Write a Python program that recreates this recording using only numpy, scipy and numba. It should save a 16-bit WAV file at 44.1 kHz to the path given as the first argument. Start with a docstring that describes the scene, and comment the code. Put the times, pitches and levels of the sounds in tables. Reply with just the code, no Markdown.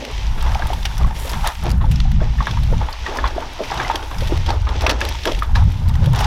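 """Gusts buffet the microphone and water laps, while hollow poles knock and tick under someone's steps.
Place: loose bamboo poles of a raft on a lake. Microphone: on the shore, some metres off, two close ports.
Wind is noise evened out into a throb; water is grainy noise with rising bubble tones between the poles.
Ticks are short noise bursts; knocks are decaying chamber tones plus a rattle in the raft's modes."""
import sys
import numpy as np
from scipy import signal
from scipy.fft import rfft, irfft
from scipy.io import wavfile
from scipy.ndimage import uniform_filter1d, minimum_filter1d
from numba import njit

SR = 44100
rng = np.random.default_rng(int(sys.argv[2]) if len(sys.argv) > 2 else 0)


def master_out(mix):
    """Clip the mix to full scale and print it as 16-bit PCM to the path in sys.argv[1]."""
    frames = np.transpose(np.atleast_2d(mix))
    ceiling = np.clip(frames, -1, 1)
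    pcm = np.round(ceiling * 32767).astype(np.int16)
    wavfile.write(sys.argv[1], SR, pcm)


N = 276048

# wind on the capsule: t/s, gust level/dB
GUSTS = [(0.0, -28), (0.05, -43), (0.14, -19.5), (0.57, -14), (0.61, -26), (0.64, -12.5), (0.7, -24),
         (0.77, -17), (0.91, -26.5), (1.06, -8), (1.11, -22), (1.25, -24.5), (1.31, -25), (1.36, -14),
         (1.48, -17.5), (1.51, -32), (1.57, -28.5), (1.73, -12), (2.3, -14), (2.34, -19.5), (2.41, -16.5),
         (2.44, -28), (2.6, -16), (2.79, -14.5), (2.96, -31.5), (3.01, -24), (3.14, -31), (3.24, -18),
         (3.52, -34.5), (4.15, -25.5), (4.2, -17), (5.21, -25.5), (5.4, -18.5), (5.44, -27.5), (5.53, -15),
         (5.68, -12), (5.72, -24), (6.12, -12), (6.17, -22.5), (6.26, -17.5)]
# colour of the wind: t/s, throb level/dB re gust, throb centre f/Hz, flutter level/dB re gust
EDDIES = [(0, -11, 58, -4), (.2, -6, 61.2, -19), (.55, -5.5, 59, -12), (.95, -2.5, 58, -9.5),
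          (1.2, -3, 58, -7), (1.5, -8.5, 57.6, -16.5), (1.68, -3, 61, -3), (1.9, -4.5, 60, -5.5),
          (2.45, -3, 57.8, -8), (2.75, -1.5, 57, -5.5), (2.9, -6.5, 59.6, -16.5), (3.5, -9, 59.4, -14.5),
          (3.75, -14, 66.4, -2), (4.08, 1.5, 59, -21), (4.17, -4.5, 58, -7), (4.35, -1.5, 58, -16.5),
          (4.7, 1.5, 68.6, -17.5), (5.3, -3, 56.7, -17.5), (5.6, 4, 72.4, -7), (5.78, -1.5, 68.5, -1.5),
          (6.05, 2, 87, -8.5), (6.26, -0.5, 86, -5)]
# wind colours, applied twice: f/Hz, level/dB per pass
RUMBLE_COLOUR = [(20, -1), (30, -4), (44, -6), (58, -2)]
FLUTTER_COLOUR = [(100, 1), (130, -0.5), (170, -3.5), (220, -6), (300, -13)]
# calm water round the raft, before chance swell: t/s, lapping level/dB, spray level/dB
CALM_WATER = [(0, -38.5, -54), (.4, -39.5, -55), (.95, -38, -48), (1.12, -49, -59), (1.2, -36.5, -45),
              (1.42, -36.5, -51), (1.58, -41.5, -55), (1.8, -50, -61), (1.95, -42.5, -59), (2.2, -46, -70),
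              (2.45, -40.5, -57), (2.65, -38, -55), (2.78, -41.5, -56.5), (3.2, -42, -59.5),
              (3.5, -39.5, -60), (4.2, -38.5, -54.5), (4.65, -37, -60), (5.3, -38, -51.5),
              (5.65, -42.5, -60), (6.26, -40, -53)]
# water pushed up between the poles by a step:
# peak t/s, gurgle level/dB, slosh level/dB, fizz level/dB, length/s
SURGES = [(0.487, -43, -30.5, -39.5, 0.21), (0.695, -43, -41, -38, 0.12), (1.02, -39, -33, -39.5, 0.11),
          (1.159, -38, -45, -36, 0.038), (1.27, -33, -46, -54, 0.054), (1.458, -44, -25, -31, 0.056),
          (1.659, -29.5, -32, -39.5, 0.085), (1.833, -36.5, -39, -55, 0.073),
          (2.224, -36, -35.5, -43.5, 0.077), (2.434, -61, -43, -55, 0.15), (2.727, -30, -37, -61.5, 0.019),
          (2.82, -31.5, -31, -61, 0.043), (3.112, -31, -33.5, -39.5, 0.2), (3.165, -39, -32, -39, 0.047),
          (3.258, -35, -30, -40, 0.064), (3.399, -32, -35, -59, 0.087), (3.602, -26.5, -49, -51, 0.028),
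          (3.666, -37, -42, -36.5, 0.11), (3.795, -30.5, -26.5, -34.5, 0.18), (3.955, -29, -32, -41, 0.048),
          (4.225, -34.5, -44, -37, 0.064), (4.327, -32.5, -37, -39.5, 0.073),
          (4.497, -26.5, -27.5, -37, 0.066), (4.701, -33.5, -33, -58, 0.099),
          (4.837, -25, -26.5, -37, 0.068), (4.88, -22.5, -29.5, -41, 0.088),
          (5.027, -27, -31, -33.5, 0.073), (5.271, -22, -29, -33.5, 0.051), (5.57, -36, -28, -35, 0.055),
          (6.031, -29.5, -36, -40, 0.078), (6.158, -33.5, -28, -39, 0.083), (6.25, -37, -24, -30.5, 0.2)]
# water colours, deep to airy: f/Hz, level/dB (per Hz)
GURGLE_COLOUR = [(240, 4.5), (350, 4.5), (520, 4), (640, 4)]
SLOSH_COLOUR = [(560, -9), (700, 0), (880, 8.5), (1100, -0.5), (1450, -2), (1700, -6), (2200, -16)]
FIZZ_COLOUR = [(1800, 5), (2500, 6), (3550, 6), (4300, 0.5), (5800, 0.5), (7200, -11), (8500, -17)]
SPRAY_COLOUR = [(7000, 7), (8500, 3), (11000, 6), (14500, 0.5), (16000, -7)]  # also the airy top of the ticks
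# dry ticks and scuffs: t/s, nominal peak level/dB, crack centre f/Hz, airy top level/dB re crack, t60/s
TICKS = [(0.0497, -19.5, 2670, -10, 0.021), (0.4064, -20.5, 3190, -25, 0.045), (0.4246, -22, 3070, 0, .022),
         (.547, -14, 2440, -30, 0.016), (0.593, -18, 3210, -30, .012), (.669, -21.5, 3450, 0, 0.024),
         (.7316, -19.5, 3260, -7, 0.031), (.852, -9, 2850, -15, 0.041), (0.979, -23.5, 5730, -0.5, 0.029),
         (1.1638, -22, 3280, -23, 0.018), (1.292, -21, 5040, -1.5, 0.066), (1.3333, -16, 3270, -28, 0.013),
         (1.4724, -9.5, 3620, 0, 0.021), (1.665, -17, 2740, -24, 0.017), (1.6924, -21, 2490, -8, .022),
         (1.703, -16.5, 4640, -9, .016), (1.7142, -19.5, 4950, -1, 0.021),
         (1.912, -21.5, 2700, -2.5, 0.056), (1.9577, -20.5, 5400, -18, .023),
         (1.9824, -31, 4000, -10, 0.012), (2.002, -9.5, 3440, -32, .012), (2.1161, -21.5, 3320, -11, 0.023),
         (2.4255, -22.5, 3540, -29, .027), (2.469, -27.5, 3570, 2, 0.012), (2.5092, -17, 3370, -25, .026),
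         (2.6334, -21, 3500, -7, 0.021), (2.927, -20, 4500, -14, 0.027), (3.0644, -20, 2530, -30, 0.02),
         (3.1708, -18.5, 5400, -7, 0.021), (3.275, -18.5, 4140, -25, 0.022), (3.2816, -34, 5000, 1, .018),
         (3.635, -19, 2420, -18, .032), (3.71, -20, 4900, -22, 0.028), (3.7745, -18, 3770, -30, 0.028),
         (3.8796, -15, 4960, -30, 0.013), (3.937, -25, 3330, -30, 0.015), (3.956, -8, 3330, -14, 0.019),
         (4.027, -22, 2970, -22, 0.017), (4.183, -21, 5300, -12, 0.032), (4.2057, -19.5, 3400, -20, 0.031),
         (4.271, -19, 3430, -11, 0.05), (4.461, -18, 3370, -16, 0.046), (4.4903, -16, 3300, -40, 0.027),
         (4.5034, -14, 4360, -38, 0.023), (4.6885, -19.5, 3600, -38, 0.029), (4.808, -13, 3970, -24, 0.019),
         (4.818, -18, 2580, -8, .03), (4.865, 1.5, 2570, -20, 0.023), (4.893, -4.5, 2870, -16, .05),
         (4.9071, -13, 4250, -13, .043), (5.006, -12, 6200, -11, .01), (5.013, -10.5, 2600, -22, .03),
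         (5.051, -12.5, 3670, -8, .015), (5.0901, -16, 4900, 0, 0.009), (5.234, -20, 3630, -20, .026),
         (5.254, -8.5, 3170, -10, 0.021), (5.2728, -12, 3320, -30, 0.029), (5.3192, -13.5, 3060, -12, .015),
         (5.3887, -21.5, 3500, -8, .031), (5.4306, -25, 3070, -2, .02), (5.551, -15.5, 3980, -28, 0.069),
         (5.886, -29.5, 5000, 6, 0.014), (5.893, -22.5, 3500, -8, 0.02), (5.9399, -24, 2800, -15, .02),
         (5.953, -21.5, 3100, -20, 0.018), (6.042, -21, 3000, -10, 0.013), (6.058, -21.5, 3480, -4, .03),
         (6.132, -22, 3740, -2, .02), (6.157, -19.5, 3550, -5, .046), (6.188, -14.5, 5160, -11, 0.037),
         (6.205, -16, 3000, -4, .04), (6.2425, -11.5, 5000, -22, 0.024)]
# broad snap of a tick: f/Hz, level/dB (per Hz)
SNAP_COLOUR = [(500, -16), (1500, 5), (3500, 3), (6000, 0), (8000, -39)]
# poles knocking: t/s, nominal peak level/dB, starting pitch of the struck chamber f/Hz,
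# level of the shaking that drives the rattle/dB re blow
KNOCKS = [(.099, -31, 413, -5), (.377, -31.5, 854, 1), (.425, -24, 890, -8), (.461, -20, 970, -6),
          (.554, -14.5, 794, -29), (.596, -20.5, 707, -15), (.621, -20.5, 1630, -7), (.655, -25, 880, -23),
          (.702, -15, 730, -17), (.731, -16.5, 897, -27), (.853, -24, 774, -14), (1.011, -29, 1200, -9),
          (1.045, -15, 1100, -21), (1.109, -23, 860, -14), (1.249, -24, 520, -17), (1.333, -23, 994, -1.5),
          (1.438, -22, 846, -20), (1.464, -13.5, 906, -8), (1.664, -23, 700, -8), (1.811, -26, 1060, -3),
          (1.841, -17.5, 870, -21), (2.052, -26, 755, -24), (2.204, -32, 1560, -3), (2.217, -24, 600, -19),
          (2.385, -27, 1760, -9), (2.405, -12, 1100, -15), (2.422, -20, 865, -22), (2.469, -17, 1670, -3),
          (2.533, -30, 869, -8), (2.57, -22, 943, -8.5), (2.733, -22, 880, -14), (2.813, -17, 880, -15.5),
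          (2.885, -20.5, 866, -7.5), (2.936, -28.5, 1100, -6), (3.063, -16, 1870, -11),
          (3.089, -23, 380, -15), (3.147, -29, 810, -5), (3.186, -17, 1720, -8), (3.241, -5.5, 1070, -15),
          (3.253, -21, 880, -3), (3.362, -20, 372, -16), (3.38, -12, 673, -31), (3.423, -23, 916, -12),
          (3.592, -26, 660, -12), (3.703, -19.5, 950, -27), (3.716, -15, 790, -11),
          (3.799, -14.5, 1620, -6.5), (3.848, -20.5, 2030, -21), (3.899, -6, 900, -15.5),
          (3.912, -12, 900, -26), (3.945, -23, 845, -11), (4.112, -23.5, 1070, -5), (4.221, -21, 540, -23),
          (4.322, -9.5, 340, -22.5), (4.488, -13, 910, -18), (4.503, -10.5, 826, -33),
          (4.669, -24, 1085, -2.5), (4.839, -15, 636, -17), (4.863, -8.5, 670, -7),
          (4.898, -17.5, 594, -1.5), (5.013, -13, 1670, -23), (5.111, -24.5, 900, -10),
          (5.146, -27, 910, -7), (5.254, -18, 1660, -9), (5.273, -16.5, 337, -5), (5.422, -10, 1230, -14.5),
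          (5.555, -15.5, 1680, -15), (5.568, -21, 910, -10), (5.622, -22.5, 840, -8),
          (5.895, -29, 900, -15), (6.023, -24, 506, -14.5), (6.072, -20.5, 557, -27),
          (6.136, -19, 920, -19), (6.208, -16, 766, -15)]
# modes of the loose raft: f/Hz, relative level/dB, t60/s
RAFT_MODES = [(364, -12, 0.021), (683, -9.5, 0.0088), (920, -1, 0.036), (1123, -0.5, 0.0092),
              (1620, -13, 0.013), (1900, -21, 0.015), (3350, -12.5, 0.01)]

RUMBLE_DB = -1  # re gust
EDDIES_PER_S, EDDY_DB, FLUTTER_SWELL_DB = 14, 1.5, 2.5  # chance swell of the wind layers
LAPS_PER_S, LAP_DB = 7, 2.5  # chance swell of the calm water
LAP_GURGLE_DB, LAP_SLOSH_DB = -6, -0.5  # re lapping
SURGE_RISE, SURGE_FALL = 0.26, 1.57  # rise time as share of the length; steepness of the fall
SURGE_SPRAY_DB = -17.5  # re fizz
TICK_RISE = 0.054  # build-up time as share of the t60
# ring at 1 kHz and -20 dB; higher chambers and harder blows die sooner
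KNOCK_T60_S, KNOCK_T60_POWER, HALVED_PER_DB = 0.035, -0.25, 22
# second mode of a chamber, re its pitch and peak
OVERTONE, OVERTONE_DB, OVERTONE_T60_S = 1.42, -10.5, 0.012
KNEE, CEILING, TOP_HZ = .55, .71, 16250


def undb(db):
    """Amplitude ratio of a level in dB."""
    return 10 ** (np.asarray(db) / 20)


def unit(x):
    """Scale to an rms of 1."""
    return x / np.sqrt(np.mean(x ** 2))


def curves(table):
    """Columns of a table, one value per sample."""
    s, *columns = np.transpose(table)
    return [np.interp(np.arange(N) / SR, s, c) for c in columns]


@njit
def svf(x, hz, width):
    """State-variable band-pass whose centre and width may move."""
    y, b, l = np.empty(len(x)), 0., 0.  # b, l: band and low-pass memories
    for i in range(len(x)):
        g, k = np.tan(np.pi * hz[i] / SR), width[i] / hz[i]
        v = (b + g * (x[i] - l)) / (1 + g * (g + k))
        b, l, y[i] = 2 * v - b, l + 2 * g * v, k * v
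    return y


def band(x, hz, width):
    """Band-pass with a fixed centre and width in Hz."""
    return svf(x, hz + np.zeros(len(x)), width + np.zeros(len(x)))


def shape(x, points):
    """Colour by (Hz, dB) points, falling steeply outside them."""
    hz, db = np.transpose(points)
    f = np.log(np.arange(len(x) // 2 + 1) * SR / len(x) + 1)
    outside = np.maximum(np.log(hz[0]) - f, 0) + np.maximum(f - np.log(hz[-1]), 0)
    gain = undb(np.interp(f, np.log(hz), db) - 60 * outside)
    return irfft(rfft(x) * gain, len(x))


def walk(rate):
    """Random levels held 1 / rate s and slewed twice; rms 1."""
    k = int(SR / rate)
    steps = np.repeat(rng.standard_normal(N // k + 1), k)
    return unit(uniform_filter1d(uniform_filter1d(steps, k), k)[:N])


def add(out, s, sound):
    """Mix a sound in at time s."""
    i = int(max(s, 0) * SR)
    out[i:i + len(sound)] += sound[:N - i]


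def ring(hz, t60, rise, glide=0.):
    """A decaying tone that builds up over the rise time, its pitch gliding; peak near 1."""
    t = np.arange(int(.15 * SR)) / SR
    swing = (1 - np.exp(-t / max(rise, 1 / SR))) * 1000. ** (-t / max(t60, .003))
    return swing / swing.max() * np.sin(2 * np.pi * hz * (t + glide * t ** 2))


def buffet(colour, span, share):
    """Noise coloured twice; in between its swing is evened out over span s, so that it throbs, not sputters."""
    x = unit(colour(rng.standard_normal(N)))
    power = uniform_filter1d(x ** 2, int(span * SR)) + 1e-3
    return unit(colour(x / power ** (share / 2)))


def eddying(x, db):
    """Let a wind layer swell by chance, db being the rms swing."""
    return unit(x * undb(db * walk(EDDIES_PER_S)))


def wind():
    """Eddies on the capsule: a deep rumble, a wandering throb and a flutter on top, each swelling by chance."""
    (gust_db,), (throb_db, hz, flutter_db) = curves(GUSTS), curves(EDDIES)
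    hz = hz * np.exp(0.075 * walk(11.0))
    width = 0.92 * hz
    rumble = buffet(lambda x: shape(x, RUMBLE_COLOUR), 0.12, 0.93)
    throb = buffet(lambda x: svf(svf(x, hz, width), hz, width), 0.058, 0.37)
    flutter = buffet(lambda x: shape(x, FLUTTER_COLOUR), 0.023, 0.15)
    mix = undb(RUMBLE_DB) * eddying(rumble, EDDY_DB)
    mix = mix + undb(throb_db) * eddying(throb, EDDY_DB)
    mix = mix + undb(flutter_db) * eddying(flutter, FLUTTER_SWELL_DB)
    return undb(gust_db) * mix


def grains(rate, scatter_db, smear):
    """Noise whose level jumps with dense small events (rate per s) of uneven size, each with a short tail."""
    size = undb(scatter_db * np.minimum(rng.exponential(size=N), 4))
    hits = (rng.random(N) < rate / SR) * size
    power = signal.lfilter([1], [1, -np.exp(-1 / (smear * SR))], hits ** 2)
    return unit(rng.standard_normal(N) * np.sqrt(1 + power))


def bubbles(rate, low_hz, high_hz, cycles, scatter_db):
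    """Trapped air: short rising tones of chance pitch and size, their decay set in cycles."""
    out = np.zeros(N)
    for when, pitch, size in rng.random((int(rate * N / SR), 3)):
        hz = low_hz * (high_hz / low_hz) ** pitch
        level = undb(-scatter_db * np.log(size + 0.023))
        add(out, when * N / SR, level * ring(hz, cycles / hz, 1 / hz, 0.0033 * hz))
    return unit(out)


def surges():
    """Power of gurgle, slosh and fizz: each surge rises as a bell and drains away."""
    t, power = np.arange(N) / SR, np.zeros((3, N))
    for s, *db, length in SURGES:
        rise = ((t - s) / (SURGE_RISE * length)) ** 2
        drain = (np.abs(t - s) / length) ** SURGE_FALL * 2
        swell = np.exp(-np.where(t < s, rise, drain))
        power = power + undb(db)[:, None] ** 2 * swell
    return power


def lapping(calm_db, surge_power):
    """Amplitude of a water layer: calm level swelling by chance, plus the surges, summed as power."""
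    return np.sqrt(undb(calm_db + LAP_DB * walk(LAPS_PER_S)) ** 2 + surge_power)


def water():
    """Gurgle and slosh with bubbles, fizz and spray: calm lapping plus the surges."""
    lap_db, spray_db = curves(CALM_WATER)
    low, mid, high = surges()
    gurgle = unit(shape(grains(80, 4.1, 0.012), GURGLE_COLOUR))
    gurgle = gurgle + undb(-15.5) * bubbles(27, 257, 670, 8.8, 1.0)
    slosh = unit(shape(grains(110, 1.97, 0.0016), SLOSH_COLOUR))
    slosh = slosh + undb(-7) * bubbles(62, 670, 1930, 27, 1.5)
    fizz = unit(shape(grains(120, 3.38, 0.00096), FIZZ_COLOUR))
    fizz = fizz + undb(-13) * bubbles(60, 1904, 6340, 47, 1.6)
    spray = unit(shape(grains(97, 5.5, 0.00055), SPRAY_COLOUR))
    out = lapping(lap_db + LAP_GURGLE_DB, low) * gurgle
    out = out + lapping(lap_db + LAP_SLOSH_DB, mid) * slosh
    out = out + lapping(lap_db, high) * fizz
    return out + lapping(spray_db, high * undb(SURGE_SPRAY_DB) ** 2) * spray


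def ticks():
    """Short bursts of noise: a coloured crack, a broad snap and an airy top that dies faster."""
    out, n = np.zeros(N), SR // 10
    t = np.arange(n) / SR
    for s, db, hz, top_db, t60 in TICKS:
        crack_noise, top_noise, snap_noise = rng.standard_normal((3, n))
        fade = (1 - np.exp(-t / (TICK_RISE * t60))) * 1000. ** (-t / t60)
        fade = fade / fade.max()
        crack = unit(band(crack_noise, hz, 0.1 * hz))
        crack = crack + undb(0.5) * unit(shape(snap_noise, SNAP_COLOUR))
        top = undb(top_db) * unit(shape(top_noise, SPRAY_COLOUR))
        # noise peaks stand some dB above its rms
        add(out, s, undb(db - 12) * (crack * fade + top * fade ** 1.22))
    return out


def knocks():
    """Each blow rings the struck chamber and jolts the raft; loose poles rattle, a fading noise in its modes."""
    out, shaking, n = np.zeros(N), np.zeros(N), SR // 5
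    t = np.arange(n) / SR
    jolt = undb(5.5) * np.exp(-((t - .0018) / .00007) ** 2)  # the push peaks as the contact closes
    rattle_fade = (1 - np.exp(-t / 0.001)) * 1000. ** (-t / 0.13)
    for s, db, hz, rattle_db in KNOCKS:
        t60 = KNOCK_T60_S * (hz / 1000) ** KNOCK_T60_POWER / 2 ** ((db + 20) / HALVED_PER_DB)
        chamber = ring(hz, t60, 0.039 * t60, 0.58)
        overtone = undb(OVERTONE_DB) * ring(OVERTONE * hz, OVERTONE_T60_S, 0.00045)
        add(out, s, undb(db) * (chamber + overtone))
        add(shaking, s, undb(db + rattle_db) * (jolt + rng.standard_normal(n) * rattle_fade))
    raft = np.zeros(N)
    for hz, db, t60 in RAFT_MODES:
        width = np.log(1000) / np.pi / t60  # bandwidth of a mode that rings for t60
        raft += undb(db) * band(shaking, hz, width)
    # fibrous wood radiates little treble
    return out + undb(17.0) * shape(raft, [(200, -2.0), (3500, -0.4), (6000, -18)])


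def scene():
    """Wind and raft at two ports that nearly coincide: left takes a little more wind, the raft's treble differs."""
    gusts = wind()
    raft = water() + ticks() + knocks()
    apart = undb(-26) * shape(np.roll(raft, 40), [(4500, -20), (9000, -7), (15000, 0)])
    side = undb(-31.7) * shape(gusts, [(15, 0), (80, -1), (180, -3), (400, -4)]) + apart
    return np.array([gusts + raft + side, gusts + raft - side])


def record(dry):
    """A fast limiter holds the loudest moments down, the input clips what slips past, and the top is cut."""
    window = SR // 60
    loudest = -minimum_filter1d(-np.abs(dry).max(axis=0), window)  # running maximum
    peak = uniform_filter1d(loudest, window)
    held = dry * np.minimum(1, KNEE / peak) ** .6
    clipped = np.clip(held, -CEILING, CEILING)
    top_cut = signal.ellip(10, .2, 80, TOP_HZ, fs=SR, output="sos")
    return signal.sosfilt(top_cut, clipped)


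dry = scene()
out = record(dry)
master_out(out)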